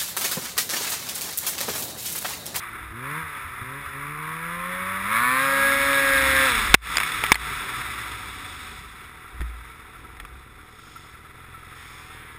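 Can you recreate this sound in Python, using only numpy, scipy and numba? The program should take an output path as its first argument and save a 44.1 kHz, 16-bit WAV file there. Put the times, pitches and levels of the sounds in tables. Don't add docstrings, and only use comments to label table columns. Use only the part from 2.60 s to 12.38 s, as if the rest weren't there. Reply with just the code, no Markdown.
import sys
import numpy as np
from scipy import signal
from scipy.fft import rfft, irfft
from scipy.io import wavfile
from numba import njit

SR = 44100
rng = np.random.default_rng(int(sys.argv[2]) if len(sys.argv) > 2 else 0)


def volts_from_decibels(level):
    exponent = np.asarray(level, float) / 20
    return 10 ** exponent


def generate_wav(signal):
    frames = np.transpose(np.atleast_2d(signal))
    scaled = np.clip(frames, -1, 1) * 32767
    pcm = np.round(scaled).astype(np.int16)
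    wavfile.write(sys.argv[1], SR, pcm)


N = 431298


def rms_one(x):
    return x / np.sqrt(np.mean(x ** 2) + 1e-20)


def in_time(rows):
    s, *columns = np.transpose(rows)
    return [np.interp(np.arange(N) / SR, s, c) for c in columns]


def at_hz(points, hz):
    points_hz, points_db = np.transpose(points)
    return np.interp(np.log(hz), np.log(points_hz), points_db)


def lag(x, lag_s):
    r = np.exp(-1 / (lag_s * SR))
    return signal.lfilter([1 - r], [1, -r], x)


def drift(rate_hz, step=1):
    r = np.exp(-80 * np.pi * rate_hz / SR)
    noise = rng.standard_normal(N // 40 + 2002)
    slow = signal.lfilter([1], [1, -2 * r, r * r], noise)[2000:]
    return np.interp(np.arange(0, N, step) / 40, np.arange(len(slow)), rms_one(slow))


def colour(x, spectrum, rings=()):
    size = 1 << 14
    hz = np.maximum(np.fft.rfftfreq(size, 1 / SR), 1)
    level_db = np.maximum(at_hz(spectrum, hz), -75)
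    for centre_hz, width_hz, top_db in rings:
        level_db = level_db + top_db / (1 + (2 * (hz - centre_hz) / width_hz) ** 2)
    cepstrum = irfft(np.log(volts_from_decibels(level_db)))
    cepstrum[1:size // 2] *= 2
    cepstrum[size // 2 + 1:] = 0
    pulse = irfft(np.exp(rfft(cepstrum)))
    return signal.oaconvolve(x, pulse / np.sqrt(np.sum(pulse ** 2)))[:N]


def ring(x, hz, t60_s):
    r, w = volts_from_decibels(-60 / (t60_s * SR)), 2 * np.pi * hz / SR
    return signal.lfilter([0, np.sin(w)], [1, -2 * r * np.cos(w), r * r], x + 1e-18)


# f/Hz, level/dB per Hz
CASE_SPECTRUM = [(480, -28.5), (820, -10), (937, -6), (1100, -4.5), (1150, -0.5), (1290, -8.5), (1580, -1),
                 (1930, -1), (2400, -2.5), (3010, -14), (3490, -4), (3730, -14), (4410, -23), (5430, -14.5),
                 (6000, -8), (7800, -101), (13200, -120)]


def through_case(x, rings=()):
    return colour(x, CASE_SPECTRUM, rings)


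# t/s, chassis shake/dB, hiss brightness/dB
RIDE_COURSE = [(0, 0.1, -5.5), (2.4, 2, -4.5), (3.2, 9.5, 3.6), (4, 14.5, 7), (5.2, 10, 4), (6.1, 4, 9),
               (6.6, 0.5, 0.5), (8.1, -2, 3.2), (9.78, 0.5, 1.1)]


def ride():
    return in_time(RIDE_COURSE)


# f/Hz, level/dB per Hz
DRONE_SPECTRUM = [(53, -25.5), (90, 2.5), (129, -3.5), (195, -7.5), (312, -6), (343, -11), (389, -4),
                  (454, -10), (612, -20.5), (687, -24), (749, -2), (849, -25), (900, -7.5), (1170, -11),
                  (1980, -120)]
# f/Hz, level/dB per Hz
RUMBLE_SPECTRUM = [(7.1, -61), (12, -17), (22, -44), (40, -2.5), (54, -19), (65, 1.5), (86, -48),
                   (120, -35), (160, -39), (260, -120)]
# t/s, level/dB, length/s
SKI_BUMPS = [(.28, 10, 0.13), (2.25, 0, 0.32), (3.1, -1, .1), (3.66, 4, 0.18), (3.99, 6, 0.1),
             (4.5, -5.5, 0.26), (6.2, 6, 0.17), (6.766, 15, 0.055), (7.4, 3, 0.23), (7.673, 13, 0.24),
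             (7.9, 0, 0.043)]
# t/s, level/dB, f/Hz, t60/s
MOUNT_JOLTS = [(0.311, -34, 103, .15), (0.631, -36.5, 85, 0.27), (.85, -35, 85, 0.27),
               (1.017, -30, 117, 0.19), (1.27, -35, 80, .2), (4.1, -20.5, 50.7, 0.67),
               (4.144, 17.5, 393, 0.017), (4.145, -4, 57, 0.28), (4.718, -6.5, 310, 0.0077),
               (4.721, -25.5, 57, 0.78), (6.802, -22.5, 57, 0.71), (6.811, -31, 154, 0.11),
               (6.815, -29, 334, 0.03)]
MOUNT_HZ = 57
DRONE_DB, RUMBLE_DB = -54.5, -56
RUMBLE_FOLLOWS_SHAKE, DRONE_FOLLOWS_BUMP = 0.92, 0.24


def chassis():
    t = np.arange(N) / SR
    shake_db = ride()[0]
    bump_db = sum(level_db * np.exp(-((t - s) / length_s) ** 2) for s, level_db, length_s in SKI_BUMPS)
    drone = colour(rng.standard_normal(N) * volts_from_decibels(1.5 * drift(12)), DRONE_SPECTRUM)
    lumps = rng.standard_normal(N) * volts_from_decibels(1.5 * drift(5))
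    rumble = colour(lumps, RUMBLE_SPECTRUM, [(MOUNT_HZ, 9, 9)])
    out = volts_from_decibels(DRONE_DB + shake_db + DRONE_FOLLOWS_BUMP * bump_db) * rms_one(drone)
    out += volts_from_decibels(RUMBLE_DB + RUMBLE_FOLLOWS_SHAKE * shake_db + bump_db) * rms_one(rumble)
    for s, level_db, hz, t60_s in MOUNT_JOLTS:
        click = np.arange(N) == round(s * SR)
        out += volts_from_decibels(level_db) * ring(click, hz, t60_s)
    return out


# t/s, f/Hz
FAR_CRANK = [(8.7, 128), (9.05, 131), (9.25, 139), (9.4, 146), (9.52, 153.8), (9.78, 153.5)]
# t/s, level/dB
FAR_LOUDNESS = [(8.6, -82), (8.9, -66), (9.2, -51), (9.45, -51.5), (9.55, -47.5), (9.78, -51.5)]
# t/s, level/dB, length/s
FAR_HISS_SWELLS = [
    (8.337, -51, 0.22),
    (9.32, -49, 0.21),
]
FAR_START_S, FAR_HISS_FROM_HZ = 8.5, 3750


def far_machine():
    t = np.arange(N) / SR
    start, lines = round(FAR_START_S * SR), np.zeros(N)
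    crank_turns = np.cumsum(in_time(FAR_CRANK)[0][start:]) / SR
    for k in range(5, 36):
        swell_turns = rng.random() + crank_turns * rng.uniform(.005, .02)
        swell = volts_from_decibels(4 * np.sin(2 * np.pi * swell_turns))
        lines[start:] += swell * np.cos(2 * np.pi * (k * crank_turns + rng.random()))
    high_pass = signal.butter(4, FAR_HISS_FROM_HZ, "high", fs=SR, output="sos")
    hiss = signal.sosfilt(high_pass, through_case(rng.standard_normal(N), [(5300, 390, 3.9)]))
    swells = sum(volts_from_decibels(level_db) * np.exp(-((t - s) / length_s) ** 2)
                 for s, level_db, length_s in FAR_HISS_SWELLS)
    return volts_from_decibels(in_time(FAR_LOUDNESS)[0] - 6.5) * rms_one(through_case(lines)) + swells * rms_one(hiss)


# t/s, f/Hz, level/dB
LUG_TONE = [(2.2, 87.9, -33.5), (2.499, 107.1, -28), (2.75, 151.5, -29), (2.878, 180, -31),
            (3.156, 244.6, -23), (3.35, 283, -32), (3.62, 297, -24), (3.86, 300, -29), (4.078, 200, -27)]


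def track():
    rows = np.array(LUG_TONE)
    fade_in, fade_out = rows[:1] - [.15, 10, 40], rows[-1:] + [.1, 8, -70]
    hz, level_db = in_time(np.vstack([fade_in, rows, fade_out]))
    return volts_from_decibels(level_db - 16.0 + drift(9.5)) * np.sin(2 * np.pi * np.cumsum(hz) / SR)


# t/s, peak level/dB, f/Hz, t60/s
LANDING_KNOCK = (4.1416, 33, 2300, .019)
# t/s, peak level/dB, f/Hz, t60/s
SNOW_TICKS = [(4.146, 30.5, 2610, 0.011), (4.3558, -18.5, 2400, 0.036), (4.368, -39, 1930, .018),
              (4.3699, -2, 4900, .012), (4.3768, -21, 2100, 0.0095), (4.3826, -3, 2080, 0.0087),
              (4.4012, -10, 2230, 0.026), (4.4118, -12, 1360, 0.0073), (4.433, -15, 2200, 0.031),
              (4.519, -19, 3500, .03), (4.636, -42, 1697, .02), (4.638, 0, 1760, 0.0075),
              (4.6405, -15, 1300, 0.049), (4.665, -8, 2110, 0.0054), (4.7175, -12, 2050, 0.0078),
              (4.7187, 19, 2180, 0.0093), (4.7235, 1.5, 3600, 0.022), (4.7435, -7, 4300, 0.018),
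              (4.755, -7.5, 2030, 0.033), (6.807, -25.5, 1260, 0.016), (6.8145, -28.5, 1840, .041),
              (7.568, -36, 2050, 0.026), (7.5995, -27, 1860, 0.036), (7.65, -31, 1210, 0.034),
              (.022, -42, 1220, 0.014)]
CRACK_SHARE = 0.29


def hits():
    out, t = np.zeros(N), np.arange(round(.12 * SR)) / SR
    grit = rms_one(through_case(rng.standard_normal(N))) * 2.18
    for s, peak_db, hz, t60_s in [LANDING_KNOCK] + list(SNOW_TICKS):
        i = round(s * SR)
        fade = volts_from_decibels(peak_db - 60 * t / t60_s) * (1 - np.exp(-t / .0002))
        tone = np.sin(2 * np.pi * hz * t)
        out[i:i + len(t)] += fade * ((1 - CRACK_SHARE) * tone + CRACK_SHARE * grit[i:i + len(t)])
    return out


# t/s, f/Hz
FIRING_RATE = [(0, 117.5), (.3, 104.6), (.47, 137), (.6, 163), (.8, 132), (1, 121.5), (1.19, 142.1),
               (1.31, 134.1), (1.52, 148.6), (2.05, 178), (2.44, 195), (2.63, 245.3), (2.85, 272.5),
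               (3.3, 277.4), (3.7, 267.8), (3.86, 266.9), (3.97, 218), (4.12, 182)]
COAST_FROM_S, COAST_FROM_HZ, COAST_SAG_HZ_PER_S = 4.3, 167, 49
CLUTCH_LETS_GO_S, IDLE_REACHED_S, IDLE_HZ = 6.1, 6.5, 41


def speed():
    dragged_hz = COAST_FROM_HZ - COAST_SAG_HZ_PER_S * (CLUTCH_LETS_GO_S - COAST_FROM_S)
    coast = [(COAST_FROM_S, COAST_FROM_HZ), (CLUTCH_LETS_GO_S, dragged_hz), (IDLE_REACHED_S, IDLE_HZ)]
    return in_time(list(FIRING_RATE) + coast)[0]


def coasting_and_idling():
    return in_time([(FIRING_RATE[-1][0], 0, 0), (COAST_FROM_S, 1, 0),
                    (CLUTCH_LETS_GO_S, 1, 0), (IDLE_REACHED_S, 1, 1)])


def on_song(per_s):
    from_hz, full_hz = 195, 250
    return np.clip((per_s - from_hz) / (full_hz - from_hz), 0, 1)


# opened t/s, shut t/s, level/dB, dying away/s
THROTTLE_PULLS = [
    (0.308, 0.59, 0, 0.086),
    (.99, 1.176, -3, 0.09),
    (1.32, 3.86, -2.7, .4),
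]
OPEN_S = 0.03


def throttle():
    t, opening, pull_db = np.arange(N) / SR, 0, 0
    for opened_s, shut_s, level_db, dying_s in THROTTLE_PULLS:
        rise, fall = (t - opened_s) / OPEN_S, 1 - (t - shut_s) / dying_s
        held = np.clip(np.minimum(rise, fall), 0, 1)
        opening, pull_db = opening + held, pull_db + held * level_db
    return np.minimum(opening, 1), pull_db


# f/Hz, level/dB per Hz
PIPE_SPECTRUM = [(59, -46), (100, -18), (279, -12.5), (405, -21), (557, -14.5), (717, -25.5), (1000, 5.5),
                 (1380, -1.5), (1690, 8.5), (1870, 4.5), (2260, 4.5), (2850, -17), (3800, -7), (4810, -22),
                 (5600, -5.5), (7280, -50), (12300, -120)]
HEADER_HZ, HEADER_WIDTH_HZ, HEADER_DB = 1150, 230, 9


def harmonics(per_s, low_db, lugging):
    block = 64
    crank_turns = np.cumsum(per_s) / SR / 2 + .001 * drift(40)
    out, power = 0, 0
    for k in range(1, 40):
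        if k in (2, 4, 6):
            continue
        hz = k * per_s[::block] / 2
        pipe_db = at_hz(PIPE_SPECTRUM, hz)
        level_db = pipe_db - 3.0 * (k in (7, 8)) + low_db[::block] * (hz < 720) - 7 * (abs(hz - 850) < 60)
        level_db += HEADER_DB * lugging[::block] * np.exp(-((hz - HEADER_HZ) / HEADER_WIDTH_HZ) ** 2)
        level_db += 3 * (k % 2 == 0) + 4 * (k in (12, 20))
        gain = volts_from_decibels(level_db + 2.6 * drift(4, step=block))
        power = power + (hz > 880) * volts_from_decibels(2 * pipe_db)
        phase = (2 * np.pi * k * crank_turns % (2 * np.pi)).astype(np.float32)
        out = out + np.repeat(gain, block)[:N] * np.cos(phase + 1.1 * rng.standard_normal())
    return out / np.repeat(np.sqrt(np.maximum(power, 1)), block)[:N]


# f/Hz, width/Hz, level/dB
PANEL_RINGS = [(1030, 153, 1.5), (1309, 186, 14.5), (1993, 72, 5), (2230, 24, 7), (3720, 53, 10.5),
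               (4000, 81, 6.5), (816, 40, -25), (3213, 105, -9.5)]
CLEAN_SHUT, CLEAN_OPEN, CLEAN_FULL = .03, .22, .43
LOW_SHUT_DB, LOW_OPEN_DB, LOW_IDLE_DB = 15.5, 8.5, -7
LUG_HZ_PER_S, LUG_LINGERS_S = 65, 0.1


def roar():
    per_s, opening, idling = speed(), throttle()[0], coasting_and_idling()[1]
    turns = np.cumsum(per_s) / SR
    clean = CLEAN_SHUT + CLEAN_OPEN * opening + CLEAN_FULL * on_song(per_s) * opening ** 4
    clean = np.clip(clean * (1 - idling), 0, 1)

    gate = 1 + clean * (.5 * np.cos(np.pi * turns) + .2 * np.cos(2 * np.pi * turns))
    air = rng.standard_normal(N) * gate * volts_from_decibels(.5 * drift(9) + .8 * drift(40))
    hiss = through_case(rms_one(air), PANEL_RINGS)
    treble = signal.sosfiltfilt(signal.butter(3, 2800, "high", fs=SR, output="sos"), hiss)
    hiss += (volts_from_decibels(ride()[1]) - 1) * treble

    low_db = LOW_SHUT_DB + (LOW_OPEN_DB - LOW_SHUT_DB) * opening + (LOW_IDLE_DB - LOW_SHUT_DB) * idling
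    gaining = np.clip(np.gradient(per_s) * SR / LUG_HZ_PER_S, 0, 1)
    lugging = lag(gaining, LUG_LINGERS_S)
    return np.sqrt(clean) * harmonics(per_s, low_db, lugging) + np.sqrt(1 - clean) * hiss


# f/Hz, level/dB
EXHAUST_GAIN = [(110, -46.5), (155, -41), (200, -42), (277, -38), (370, -46), (490, -43.5), (548, -34),
                (620, -49), (830, -38.5)]
DRAGGED_TONES_DB = (-47, -59, -56, -63)
ORDER_DB, SHUT_DB, IDLE_TONE_DB = (5.7, -5, -2, -13), (-13.5, -14, -9, -7.5), -67
SONG_SECOND_DB, PIPE_WARMS_S = 16, 0.25


def firing_tones():
    per_s, (opening, pull_db) = speed(), throttle()
    coasting, idling = coasting_and_idling()
    turns = np.cumsum(per_s) / SR
    song_db = SONG_SECOND_DB * lag(on_song(per_s), PIPE_WARMS_S)
    tones = 0
    for k, order_db in enumerate(ORDER_DB, 1):
        driven_db = order_db + at_hz(EXHAUST_GAIN, k * per_s) + pull_db
        driven_db = driven_db + SHUT_DB[k - 1] * (1 - opening) + song_db * (k == 2)
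        dragged_db = DRAGGED_TONES_DB[k - 1] * (1 - idling) + IDLE_TONE_DB * idling
        level_db = (1 - coasting) * driven_db + coasting * dragged_db
        tones = tones + volts_from_decibels(level_db + 1.17 * drift(39)) * np.sin(2 * np.pi * k * turns)
    return tones


# t/s, crank turns so far
IDLE_TURNS = [(6.25, -4), (6.445, 0), (7.343, 18), (7.641, 24.2), (7.982, 30), (8.184, 34), (8.436, 40),
              (8.745, 46), (9.398, 60), (9.78, 67.6)]
# f/Hz, level/dB, t60/s
PIPE_PUTTER = [(85, -5.5, 0.13), (128, -2.5, .05), (241, -11, 0.065), (324, -10.5, 0.1),
               (437, -11.5, 0.066)]
POP_DB, POP_GAIN_DB_PER_S = -59.5, .8


def idle_pops():
    turns, = in_time(IDLE_TURNS)
    lit_at, ports_at = (np.flatnonzero(np.diff(np.floor(k * turns)) > 0) for k in (1, 2))
    lit, thumps = np.zeros((2, N))
    fade_in_db = 6 * np.minimum(turns, 0)
    lit_db = 3 * np.cos(np.pi * np.floor(turns[lit_at + 1])) + rng.standard_normal(len(lit_at))
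    lit[lit_at] = volts_from_decibels(lit_db + fade_in_db[lit_at])
    port_db = 2.5 * np.cos(np.pi * np.floor(2 * turns[ports_at + 1]))
    port_db += 1.5 * rng.standard_normal(len(ports_at))
    thumps[ports_at] = volts_from_decibels(port_db + fade_in_db[ports_at])
    puff = ring(lit, 20, .09) * rng.standard_normal(N)
    case = rms_one(ring(puff, 1336, 0.034))
    pipe = sum(volts_from_decibels(level_db) * rms_one(ring(thumps, hz, t60_s)) for hz, level_db, t60_s in PIPE_PUTTER)
    return volts_from_decibels(POP_DB + POP_GAIN_DB_PER_S * (np.arange(N) / SR - IDLE_REACHED_S)) * (case + pipe)


# t/s, roar level/dB
ENGINE_EFFORT = [(0, -33.5), (.32, -40), (.52, -30.5), (.66, -34.5), (1.02, -36.5), (1.6, -34),
                 (2.46, -28.5), (2.54, -21.5), (2.66, -22.5), (2.95, -22), (3.3, -21.5), (3.84, -19),
                 (4.12, -27.5), (5.2, -31.5), (6.3, -44), (7.2, -46), (7.8, -51), (9.45, -46.5)]


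def engine():
    return volts_from_decibels(in_time(ENGINE_EFFORT)[0]) * roar() + firing_tones() + idle_pops()


def scene():
    return (chassis() + far_machine() + track() + hits() + engine())[None, :]


@njit
def limiter(x, top, fall, hold, keep):
    out, gain, wait = np.empty_like(x), 1., 0.
    for i in range(len(x)):
        out[i] = gain * x[i]
        if abs(out[i]) > top:
            gain, wait = gain * fall, hold
        elif wait > 0:
            wait -= 1
        else:
            gain = gain ** keep
    return out


def roll_off(x):
    return signal.sosfilt(signal.butter(12, 15720, fs=SR, output="sos"), x)


def record(dry):
    camera_hz, fall_db_per_s, hold_s, release_s = 12000, 6200, .06, .045
    smooth = signal.sosfilt(signal.cheby2(8, 28, 5950, fs=SR, output="sos"), dry[0])
    coarse = signal.resample_poly(smooth, 40, 147, window=("kaiser", 2.))
    limited = limiter(coarse, .7, volts_from_decibels(-fall_db_per_s / camera_hz), hold_s * camera_hz,
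                      np.exp(-1 / (release_s * camera_hz)))
    held = np.repeat(np.clip(limited, -1, 1), 4)
    x = signal.resample_poly(held, 147, 160)[:N]
    x = np.pad(x, (0, N - len(x)))
    x = signal.sosfiltfilt(signal.cheby2(10, 30, 15750, fs=SR, output="sos"), x)
    mix = np.clip(x, -1, 1)[None, :]
    return roll_off(mix)


dry = scene()
out = record(dry)
generate_wav(out)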